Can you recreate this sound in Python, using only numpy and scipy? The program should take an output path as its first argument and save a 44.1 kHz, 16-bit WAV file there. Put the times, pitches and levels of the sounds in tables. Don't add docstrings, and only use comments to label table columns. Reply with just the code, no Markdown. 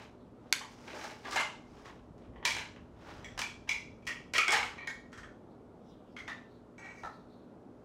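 import sys
import numpy as np
from scipy import signal
from scipy.fft import rfft, irfft
from scipy.io import wavfile
from scipy.ndimage import uniform_filter1d

SR = 44100
rng = np.random.default_rng(int(sys.argv[2]) if len(sys.argv) > 2 else 0)


def wav_record(signal):
    frames = np.transpose(np.atleast_2d(signal))
    bounded = np.clip(frames, -1, 1)
    quanta = np.round(bounded * 32767).astype(np.int16)
    wavfile.write(sys.argv[1], SR, quanta)


def gain_from_decibels(decibels):
    exponent = np.asarray(decibels, float) / 20
    return 10 ** exponent


N = 345744

# pitch_hz, level_db per Hz
ROOM_RUMBLE = [(30, -35), (50, 6), (80, -7.5), (160, -8.5), (250, -4), (630, -13), (1400, -24.5),
               (2300, -48)]
# pitch_hz, level_db
HUM_LINES = [(108, -70), (118.4, -66), (188.4, -68.5), (242.2, -60.5), (419.9, -65), (602.9, -69)]
# time_s, level_db
FAR_TRAFFIC = [
    (0.0, -66),
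    (1.16, -63.5),
    (2.93, -57.5),
    (3.97, -60),
    (4.39, -61),
    (5.9, -66.5),
    (6.2, -66),
    (7.84, -67.5),
]
# time_s, lift_db, half_length_s
FLOOR_THUDS = [(3.343, 5, 0.067), (4.61, 8, 0.08), (2.33, 5.5, 0.1), (7.05, 7, 0.06), (5.19, 8, 0.07),
               (6.24, 8, 0.04), (2.55, 5, 0.05)]
# pitch_hz, level_db per Hz
MIC_HISS_DB = [(2000, -36.5), (8000, -49.5), (13500, -59), (14500, -74)]
# pitch_hz, t60_s
ROOM_DECAY = [(400, 0.28), (1000, 0.46), (2000, 0.39), (3500, 0.44), (7000, 0.41), (14000, 0.27)]

# time_of_most_pressure_s, press_s, release_s, level_db, centre_hz
BRISTLE_STROKES = [(0.205, 0.02, 0.12, -77, 3850), (0.27, 0.052, 0.08, -80, 2750),
                   (3.09, 0.1, 0.119, -64, 1200), (0.48, 0.085, 0.052, -83, 3530),
                   (5.526, 0.07, 0.077, -80, 4000), (5.92, 0.13, 0.2, -72.5, 3460),
                   (5.9, 0.08, 0.08, -74.5, 5400), (6.13, 0.066, 0.05, -77, 5000),
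                   (6.42, 0.08, 0.1, -85, 6000), (6.99, 0.08, 0.1, -71, 6200),
                   (6.081, 0.037, 0.099, -74.5, 3100), (6.36, 0.05, 0.29, -79, 2900),
                   (6.55, 0.15, 0.13, -74.5, 4000), (7.149, 0.1, 0.2, -71, 4100),
                   (7.33, 0.082, 0.23, -73, 4000)]
# time_of_most_pressure_s, press_s, release_s, body_level_db, treble_db
SLIDE_STROKES = [(0.03, 0.097, 0.11, -60, -2.5), (0.502, 0.18, 0.11, -74, -4), (0.72, 0.1, 0.12, -84, 21),
                 (0.885, 0.12, 0.12, -63, -0.5), (1.046, 0.35, 0.2, -55, 4), (1.254, 0.02, 0.18, -52.5, -6),
                 (1.35, 0.13, 0.027, -52.5, 6.5), (1.8, 0.27, 0.25, -67, 1),
                 (1.858, 0.021, 0.15, -57.5, -3), (2.24, 0.1, 0.15, -72, -8.5), (3.01, 0.018, 0.3, -68, -4),
                 (3.1, 0.15, 0.41, -59, -2.5), (6.85, 0.03, 0.17, -65, -4), (7.0, 0.12, 0.14, -77, 11.5),
                 (7.045, 0.04, 0.15, -66, 3)]
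# pitch_hz, level_db per Hz
SLIDE_BODY = [(150, -25.5), (250, -10.5), (380, -7), (597, -11), (816, -5.5), (4000, -21), (5200, -41),
              (8800, -120)]
# pitch_hz, level_db per Hz
SLIDE_HISS = [(2350, -129), (4000, -6.5), (4730, 2), (5670, 1.5), (8360, -10), (10700, -17), (16000, -23.5)]

# pitch_hz, level_db
CRACK_COLOUR = [(250, -52), (600, -25), (1200, -15), (2200, -17), (4000, -18.5), (6500, -24), (9000, -34.5),
                (15000, -47.5)]
# (start_s, peak_db, treble_db, contact_ms)
SNAP_LID = ([(1000, 200, -11), (1550, 400, -2), (2100, 600, 2), (3000, 600, -6), (3660, 400, -4),
             (4500, 900, -3), (5690, 800, -2.5), (6700, 350, 0), (8000, 1300, -9), (10100, 800, -7),
             (11300, 900, -10), (12850, 300, -8), (14000, 500, -12)], (-10, 3), [(0.525, -9.5, -12, 1.1),
             (0.534, -26, -23.5, 1), (0.552, -31, -42, 0.8), (0.581, -33, -28, 1.1), (0.573, -38, -28, 1),
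             (0.593, -39, -28, 1), (0.506, -62, -5, 1)])
SMALL_CASE = ([(1162, 150, 8.7), (1650, 290, 5.8), (2086, 98, 7.4)], (2.9, 10), [(1.252, -36, -32, 3),
               (1.309, -36, -7, 2.7), (1.32, -33, -18, 6)])
HARD_TRAY = ([(654, 79, 7), (900, 370, 8.5), (1380, 1060, 1), (1640, 160, 4.5), (2090, 90, 15),
              (2860, 300, 5), (3650, 250, -6), (7050, 500, -10), (7850, 500, -10), (9400, 500, -13)],
              (4.7, 2.5), [(1.358, -20, -11.5, 1.65), (1.397, -23.5, -10.5, 1.1), (1.418, -33.5, -16, 2.1)])
MAKEUP_PENCIL = ([(875, 170, 7.5), (1053, 270, 8.5), (1871, 530, 4), (3140, 670, -5)], (1.8, 3),
                  [(0.609, -36.5, -25, 3), (1.855, -40, -25, 1.6), (2.179, -55.5, -6, 2.1),
                  (2.334, -56, -28, 2.3), (2.358, -47, -40, 3), (2.426, -38.5, -44, 2.5)])
CREAM_POT = ([(576, 300, -17), (985, 130, 0.5), (1850, 670, -2.5), (2330, 170, 7), (3360, 90, -2),
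              (4080, 160, -6), (5400, 360, -4.5), (6500, 260, -12.5)], (0.67, 7.6), [(2.451, -15, -16, 2.6),
              (2.474, -22, -19, 2.9), (2.503, -28, -16, 4)])
BRUSH_HANDLE = ([(1950, 340, 14), (2250, 100, 15), (3340, 320, 10.7), (5800, 370, 7), (7670, 410, 3)],
                 (3.8, 1.2), [(3.244, -36.5, -8.5, 1.2)])
JAR_RIM = ([(910, 880, -0.5), (1700, 900, 1.5), (2770, 610, 5), (4780, 440, -11), (6380, 900, -16)],
            (1, 10.4), [(3.376, -31, -17, 2.5), (3.39, -24.5, -11.5, 2.5), (3.673, -41.5, -28, 30),
            (2.761, -46, -35, 1.5), (0.621, -50, -25, 2)])
PLASTIC_CUP = ([(1035, 900, -17), (1913, 160, 6), (2225, 275, 1.5), (2750, 270, -5), (3320, 600, -8),
                (5320, 600, -8.5), (6430, 360, -7)], (1.32, 1.1), [(4.067, -32.5, -17.5, 1.15),
                (4.071, -26.5, -14, 3.6), (4.089, -30, -26, 1.6), (4.102, -35.5, -24.5, 2),
                (4.124, -42.5, -29, 2.3)])
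SCREW_JAR = ([(920, 330, -19), (1860, 200, -15), (2224, 175, 2.5), (3380, 270, -11.5), (5120, 600, -7),
              (1450, 500, -10), (8000, 1200, -14)], (-2, -5.5), [(4.479, -17.5, -18, 2),
              (4.506, -25, -5, 0.99), (4.519, -18.5, -12, 2.5), (4.488, -21.5, -30, 1.3),
              (4.499, -25.5, -27, 1.8), (4.511, -22, -28, 1.5), (4.627, -28, -28, 2)])
POWDER_COMPACT = ([(474, 230, -19), (1290, 120, 3), (800, 500, -24), (1700, 400, -12), (2230, 130, 4),
                   (2430, 180, 2), (2750, 350, -4), (4400, 500, -19), (3400, 600, -12), (5550, 500, -14),
                   (6360, 400, -14)], (-2.5, -4), [(4.38, -14, -15, 3), (4.395, -24, -28, 2),
                   (4.443, -25.5, -25, 2.2), (4.413, -25.5, -17.5, 2.3), (4.376, -32, -20, 3),
                   (4.404, -24, -25, 2.5), (4.428, -29, -25, 3), (4.458, -30, -25, 3)])
HOLLOW_BOX = ([(491, 74, 5.5), (848, 138, 9), (1174, 470, 2.5), (1870, 1100, 3.5), (3004, 85, 3),
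               (4880, 900, -19.5), (6200, 700, -7)], (0.68, 2.3), [(4.481, -33, -32.5, 21),
               (4.525, -19, -9.5, 6.3), (4.546, -22.5, -17.5, 6.8), (4.561, -31, -12, 4.4),
               (4.632, -36, -11, 19)])
STIFF_TUBE = ([(920, 870, -11.5), (1617, 140, 2), (1878, 93, 12), (2200, 120, 6), (3310, 270, -9),
               (3830, 830, -11.5), (4900, 900, -13), (5900, 700, -9), (6930, 700, -5), (8000, 500, -16),
               (10300, 900, -15), (11400, 500, -22)], (0, -6), [(4.872, -26, -15, 1.6),
               (4.895, -37, -12, 5.4)])
CASE_CLASP = ([(1400, 700, 2), (1790, 310, 3), (2050, 120, -7), (3260, 250, -6), (6600, 400, -2),
               (5600, 500, -5), (8000, 400, -10)], (3.4, -1), [(5.118, -57, -8, 4.2),
               (5.128, -42.5, -15, 2.5), (5.174, -44.5, -12, 6.9), (5.231, -42, -22, 3.2)])
TUBE_CAP = ([(1368, 1360, -8), (1790, 61, 9.5), (1910, 110, 5), (3650, 400, -10), (5400, 500, -11),
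             (6800, 500, -10)], (2.6, 4), [(6.277, -33, -26.5, 4), (6.298, -38.5, -29, 3.3),
             (6.318, -47, -33, 2)])
PENCIL_NIB = ([(1430, 640, -7.5), (2100, 220, 5), (3300, 200, -4.5), (5900, 600, -3), (6900, 500, -6)],
               (3.5, 1), [(6.164, -36, -25.5, 2.8), (6.187, -40.5, -19, 2), (6.206, -52, -21, 1.8)])
THIN_STICK = ([(825, 430, 1.5), (1500, 480, 1), (1910, 90, 12), (2270, 90, 16), (2600, 350, -3),
               (4070, 200, -9), (5570, 270, -5.5), (6420, 270, -3), (7840, 450, -13)], (4.5, -9),
               [(6.779, -44, -7, 1.8), (6.793, -48, -2, 2), (6.815, -46, -15, 9), (6.852, -47, -12, 9),
               (6.904, -53, -8, 4.5), (6.95, -57, -12, 15), (6.88, -52, -14, 12), (6.93, -58, -12, 12),
               (6.975, -57, -14, 12), (6.832, -47, -14, 9), (6.866, -49, -14, 9), (6.893, -53, -14, 9)])
SOLID_BLOCK = ([(850, 430, 15), (1310, 160, 19.5), (1777, 200, 12.5), (4000, 420, -6.5), (5800, 400, -8)],
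                (-2.5, 0.5), [(7.033, -33.5, -16, 2.4), (7.057, -37, -12, 2.5), (7.067, -37, -23, 3.2),
                (7.046, -36, -20, 3), (7.074, -41, -23, 2)])
SOFT_PURSE = ([(392, 190, 1), (630, 63, 13), (861, 64, 13.5), (1380, 1000, 1.5), (2230, 70, 5)],
               (-0.91, 4.5), [(0.944, -41, -15, 14), (0.984, -41, -24, 7), (1.037, -36, -15, 5.3),
               (1.064, -42, -14, 9), (1.109, -40, -16, 3.5), (3.073, -51.5, -34, 9.5),
               (3.114, -55, -28, 21)])
SOFT_PAD = ([(406, 180, -2.5), (626, 160, -7)], (-2.6, -11), [(0.932, -37, -28, 1.5),
             (0.955, -42.5, -28, 6), (4.486, -33, -33, 3.2)])
GLASS_JAR = ([(940, 290, -14), (2052, 95, -2.5), (2257, 210, 7), (2760, 120, -6.5), (3440, 150, -8),
              (3940, 230, -11.5), (4930, 200, -10), (5280, 450, -6), (5820, 300, -3.5), (6830, 210, -10)],
              (0.5, -5), [(3.691, -18.5, -11.5, 1.9), (3.713, -28, -14, 1.4), (3.721, -38, -17, 0.91),
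              (3.745, -32.5, -20, 2.4), (3.689, -31, -14, 1.5), (3.708, -29, -18, 1.5)])
LOOSE_RATTLE = ([(893, 400, -1), (1650, 500, 1), (2190, 600, 3.5), (2850, 700, -2.5), (4090, 520, -7.5),
                 (5800, 1200, -18.5)], (0, 2), [(-0.06, -35.5, -17.5, 5.4), (0.875, -40, -43, 6),
                 (0.901, -40, -22, 1.7), (1.011, -39, -18, 1.5), (1.04, -44, -22, 1.2),
                 (1.054, -42, -20, 1.3), (1.099, -41, -18, 1.2), (1.229, -59, -25, 2),
                 (1.275, -48, -18, 2.2), (1.362, -21, -14, 1), (1.372, -25, -21, 1.7),
                 (1.381, -33, -17, 1.1), (1.432, -42, -14, 1.7), (1.447, -45, -17.5, 1.9),
                 (2.448, -33, -14, 3.5), (2.522, -33, -3, 2), (2.539, -38, -9, 1.5), (2.548, -31, -12, 2),
                 (2.565, -28.5, -13.5, 2.6), (2.584, -34.5, -13, 2.1), (2.597, -40.5, -10, 1.7),
                 (2.613, -35, -23, 2), (4.535, -22, -16, 1.5), (4.549, -24.5, -16, 1.3),
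                 (4.562, -22, -19, 1.1), (4.576, -30, -16, 1.3), (4.59, -26, -23, 2.2),
                 (4.612, -39, -8, 1.3), (4.63, -36, -16, 1.3)])
SMALL_BOTTLE = ([(1870, 150, 1), (2320, 130, 6.5), (3230, 600, -14), (4100, 500, -17), (5700, 900, -4),
                 (1000, 700, -8)], (2.2, -8), [(4.778, -40, -28, 5), (4.805, -39, -33, 3),
                 (4.826, -43, -37, 3.7), (4.846, -46, -32, 4.4)])
SMALL_VIAL = ([(942, 300, -13), (1797, 320, -11), (2320, 110, 6), (2490, 120, -1.5), (3390, 300, -9),
               (5600, 500, -10)], (-0.5, -3), [(3.415, -25.5, -14, 1.9), (3.434, -34, -33, 1.9),
               (4.022, -57, -20, 6), (4.052, -55.5, -7.5, 3)])
TABLE_MUG = ([(1060, 160, -8), (1500, 500, -7), (1950, 140, 6), (2300, 250, 3), (2700, 300, -3),
              (3200, 500, -6), (5320, 600, -8.5), (6430, 360, -7), (600, 350, -11)], (2, 4),
              [(4.335, -21.5, -15.5, 2.5), (4.348, -22.5, -27, 3), (4.359, -24, -23, 2.5),
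              (4.364, -30, -8, 6.9), (4.342, -30, -25, 2.5)])


def evened(x):
    return x / np.sqrt(np.mean(x ** 2) + 1e-20)


def read(points, hz):
    f, value = np.transpose(points)
    return np.interp(np.log(hz + 1), np.log(f + 1), value)


def add(mix, s, sound):
    at = round(s * SR)
    sound = sound[max(-at, 0):]
    part = mix[max(at, 0):][:len(sound)]
    part += sound[:len(part)]


def coloured(x, points):
    gain = gain_from_decibels(read(points, np.fft.rfftfreq(len(x), 1 / SR)))
    return irfft(rfft(x) * gain, len(x))


def highpassed(x, order, hz):
    return signal.sosfilt(signal.butter(order, hz, "high", fs=SR, output="sos"), x)


def air():
    size, hop = 1024, 256
    frames, hz = N // hop + 5, np.fft.rfftfreq(size, 1 / SR)
    real, imag, patches = rng.standard_normal((frames, len(hz), 3)).T
    patches = evened(uniform_filter1d(uniform_filter1d(patches, 8, 0), 14, 1))
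    s, traffic_db = np.transpose(FAR_TRAFFIC)
    now = (np.arange(frames) * hop - size / 2) / SR
    bass_db = np.interp(now, s, traffic_db - traffic_db.mean())
    for at, lift_db, half_s in FLOOR_THUDS:
        bass_db = bass_db + lift_db * np.exp(-((now - at) / half_s) ** 2)
    drift_db = 1.1 * evened(uniform_filter1d(rng.standard_normal(frames), 30))
    swell_db = np.where(hz[:, None] < 150, bass_db, drift_db * (hz < 900)[:, None])
    rumble = gain_from_decibels(read(ROOM_RUMBLE, hz) - 30 * (hz > 2600))[:, None] * gain_from_decibels(swell_db)
    mic_hiss = gain_from_decibels(read(MIC_HISS_DB, hz))[:, None]
    spectrum = (real + 1j * imag) * gain_from_decibels(0.48 * patches) * np.hypot(rumble, mic_hiss)
    wash = signal.istft(spectrum, nperseg=size, noverlap=size - hop)[1][:N]
    wash = gain_from_decibels(-54.5) * evened(wash)
    t = np.arange(N) / SR
    for hum_hz, level_db in HUM_LINES:
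        waver = evened(uniform_filter1d(uniform_filter1d(rng.standard_normal(N), 6000), 6000))
        wash += gain_from_decibels(level_db + 0.58 * waver) * np.sin(2 * np.pi * hum_hz * t + 0.66 * waver)
    return wash


def room_tail():
    length = SR // 2
    taps = rng.choice([-1., 1.], length) * (rng.random(length) < .15)
    hz, frame_s, z = signal.stft(taps, SR, nperseg=256)
    power = abs(z) ** 2
    lumps = evened(uniform_filter1d(uniform_filter1d(power, 5, 0), 3, 1) - np.mean(power))
    z = z * gain_from_decibels(1.2 * np.clip(lumps, -2, 2))
    decay = gain_from_decibels(-60 * frame_s / read(ROOM_DECAY, hz)[:, None])
    tail = signal.istft(z * decay, SR, nperseg=256)[1][:length]
    t = np.arange(len(tail)) / SR
    tail *= np.clip((t - .003) / 0.00043, 0, 1)
    tail *= gain_from_decibels(3 * np.exp(-t / 0.046))
    return tail / np.linalg.norm(tail)


def stroke(press, release):
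    t = np.arange(-2 * press, 2 * release, 1 / SR)
    return t, gain_from_decibels(20 * np.where(t < 0, t / press, -t / release))


def bristles():
    mix = np.zeros(N)
    noise = rng.standard_normal((len(BRISTLE_STROKES), 3, SR))
    for (s, press, release, level_db, centre_hz), (a, b, patch) in zip(BRISTLE_STROKES, noise):
        t, gain = stroke(press, release)
        sinking_hz = centre_hz * (1 - 0.088 * t / (press + release))
        turn = np.exp(2j * np.pi * np.cumsum(sinking_hz) / SR)
        band = uniform_filter1d(a, 45) + 1j * uniform_filter1d(b, 45)
        band += 0.082 * (a + 1j * b) / np.sqrt(45)
        band *= gain_from_decibels(1.06 * evened(uniform_filter1d(patch, 900)))
        swish = evened((band[:len(t)] * turn[:SR]).real)
        add(mix, s + t[0], gain_from_decibels(level_db) * gain[:SR] * swish)
    return mix


def slides():
    low, high, clumps, flicker = rng.standard_normal((N, 4)).T
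    caught = 1. * (rng.random(N) < 500 / SR)
    catches = 1 + gain_from_decibels(3) * uniform_filter1d(caught, size=40) * 10
    clump_gain = gain_from_decibels(1.6 * evened(uniform_filter1d(clumps, 250)))
    flicker_gain = gain_from_decibels(0.93 * evened(uniform_filter1d(flicker, 300)))
    body = gain_from_decibels(8.0) * evened(coloured(low * catches * clump_gain, SLIDE_BODY))
    hiss = gain_from_decibels(-4.0) * evened(coloured(high * catches * flicker_gain, SLIDE_HISS))
    body_power, hiss_power = np.zeros((2, N))
    for s, press, release, level_db, treble_db in SLIDE_STROKES:
        t, gain = stroke(press, release)
        add(body_power, s + t[0], (gain_from_decibels(level_db) * gain) ** 2)
        add(hiss_power, s + t[0], (gain_from_decibels(level_db + treble_db) * gain) ** 2)
    return np.sqrt(body_power) * body + np.sqrt(hiss_power) * hiss


def gritty_contact(contact_ms, t, chance):
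    u = t * 1000 / np.clip(contact_ms, .1, 20)
    grit = rfft(chance * np.sqrt(u) * np.exp(-u))
    for _ in range(2):
        even = grit / (abs(grit) + 0.082 * abs(grit).mean())
        contact = irfft(even) * np.exp(-u / 8)
        grit = rfft(contact)
    return contact


def ringing(modes, treble_db, t, chance):
    ring = np.zeros((2, len(t)))
    for k, ((hz, width, db), shift) in enumerate(zip(modes, chance[::-1])):
        lift_db = (treble_db + 5.5) * (hz > 4500)
        fade = np.pi * width * t
        swell = fade * np.exp(-fade) * 2
        level = gain_from_decibels(db + lift_db) * width * np.pi / SR
        grip_hz = hz * (1 + 0.006 * shift)
        sides = np.array([[1], [(-1) ** k]])
        ring += sides * level * swell * np.sin(2 * np.pi * grip_hz * t)
    return ring


def knock(modes, peak_db, treble_db, room_db, contact_ms, crack_db, tail, chance):
    t = np.arange(4096) / SR
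    contact = gritty_contact(contact_ms, t, chance)
    ring = ringing(modes, treble_db, t, chance)
    crack = gain_from_decibels(crack_db) * coloured(np.roll(contact, 12), CRACK_COLOUR) * (t < .06)
    above_4k = signal.butter(2, 4000, "high", fs=SR, output="sos")
    crack += (gain_from_decibels(treble_db + 22.0) - 1) * signal.sosfiltfilt(above_4k, crack)
    direct = signal.fftconvolve(contact[None], ring, axes=1)[:, :len(t)] + crack
    direct = highpassed(direct, 2, 260)
    direct *= gain_from_decibels(peak_db) / abs(direct[0]).max()
    echoes = irfft((rfft(direct, n=2 ** 15) * tail).sum(0)) / np.sqrt(2)
    heard = gain_from_decibels(room_db) * echoes
    add(heard, 0, direct[0])
    return heard


def objects():
    mix = np.zeros(N)
    tails = [rfft(room_tail(), n=2 ** 15) for _ in range(16)]
    things = (SNAP_LID, SMALL_CASE, HARD_TRAY, MAKEUP_PENCIL, CREAM_POT, BRUSH_HANDLE, JAR_RIM, PLASTIC_CUP,
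              SCREW_JAR, POWDER_COMPACT, HOLLOW_BOX, STIFF_TUBE, CASE_CLASP, TUBE_CAP, PENCIL_NIB,
              THIN_STICK, SOLID_BLOCK, SOFT_PURSE, SOFT_PAD, GLASS_JAR, LOOSE_RATTLE, SMALL_BOTTLE,
              SMALL_VIAL, TABLE_MUG)
    for turn, (modes, (room_db, crack_db), knocks) in enumerate(things):
        chance = rng.standard_normal((32, 4096))
        for k, (s, peak_db, treble_db, contact_ms) in enumerate(knocks):
            front, behind = [tails[(5 * turn + k + side) % len(tails)] for side in (0, 7)]
            tail = np.array([front, behind])
            sound = knock(modes, peak_db, treble_db, room_db, contact_ms, crack_db, tail, chance[k])
            add(mix, s + 0.00046, sound)
    return mix


def scene():
    return (air() + bristles() + slides() + objects())[None]


def roll_off(x):
    return signal.sosfilt(signal.butter(12, 16500, fs=SR, output="sos"), x)


def record(dry):
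    mix = highpassed(dry, 3, 38)
    edge = signal.firwin(255, 15900, fs=SR)
    mix = signal.oaconvolve(mix, edge[None], "same")
    return roll_off(mix)


dry = scene()
out = record(dry)
wav_record(out)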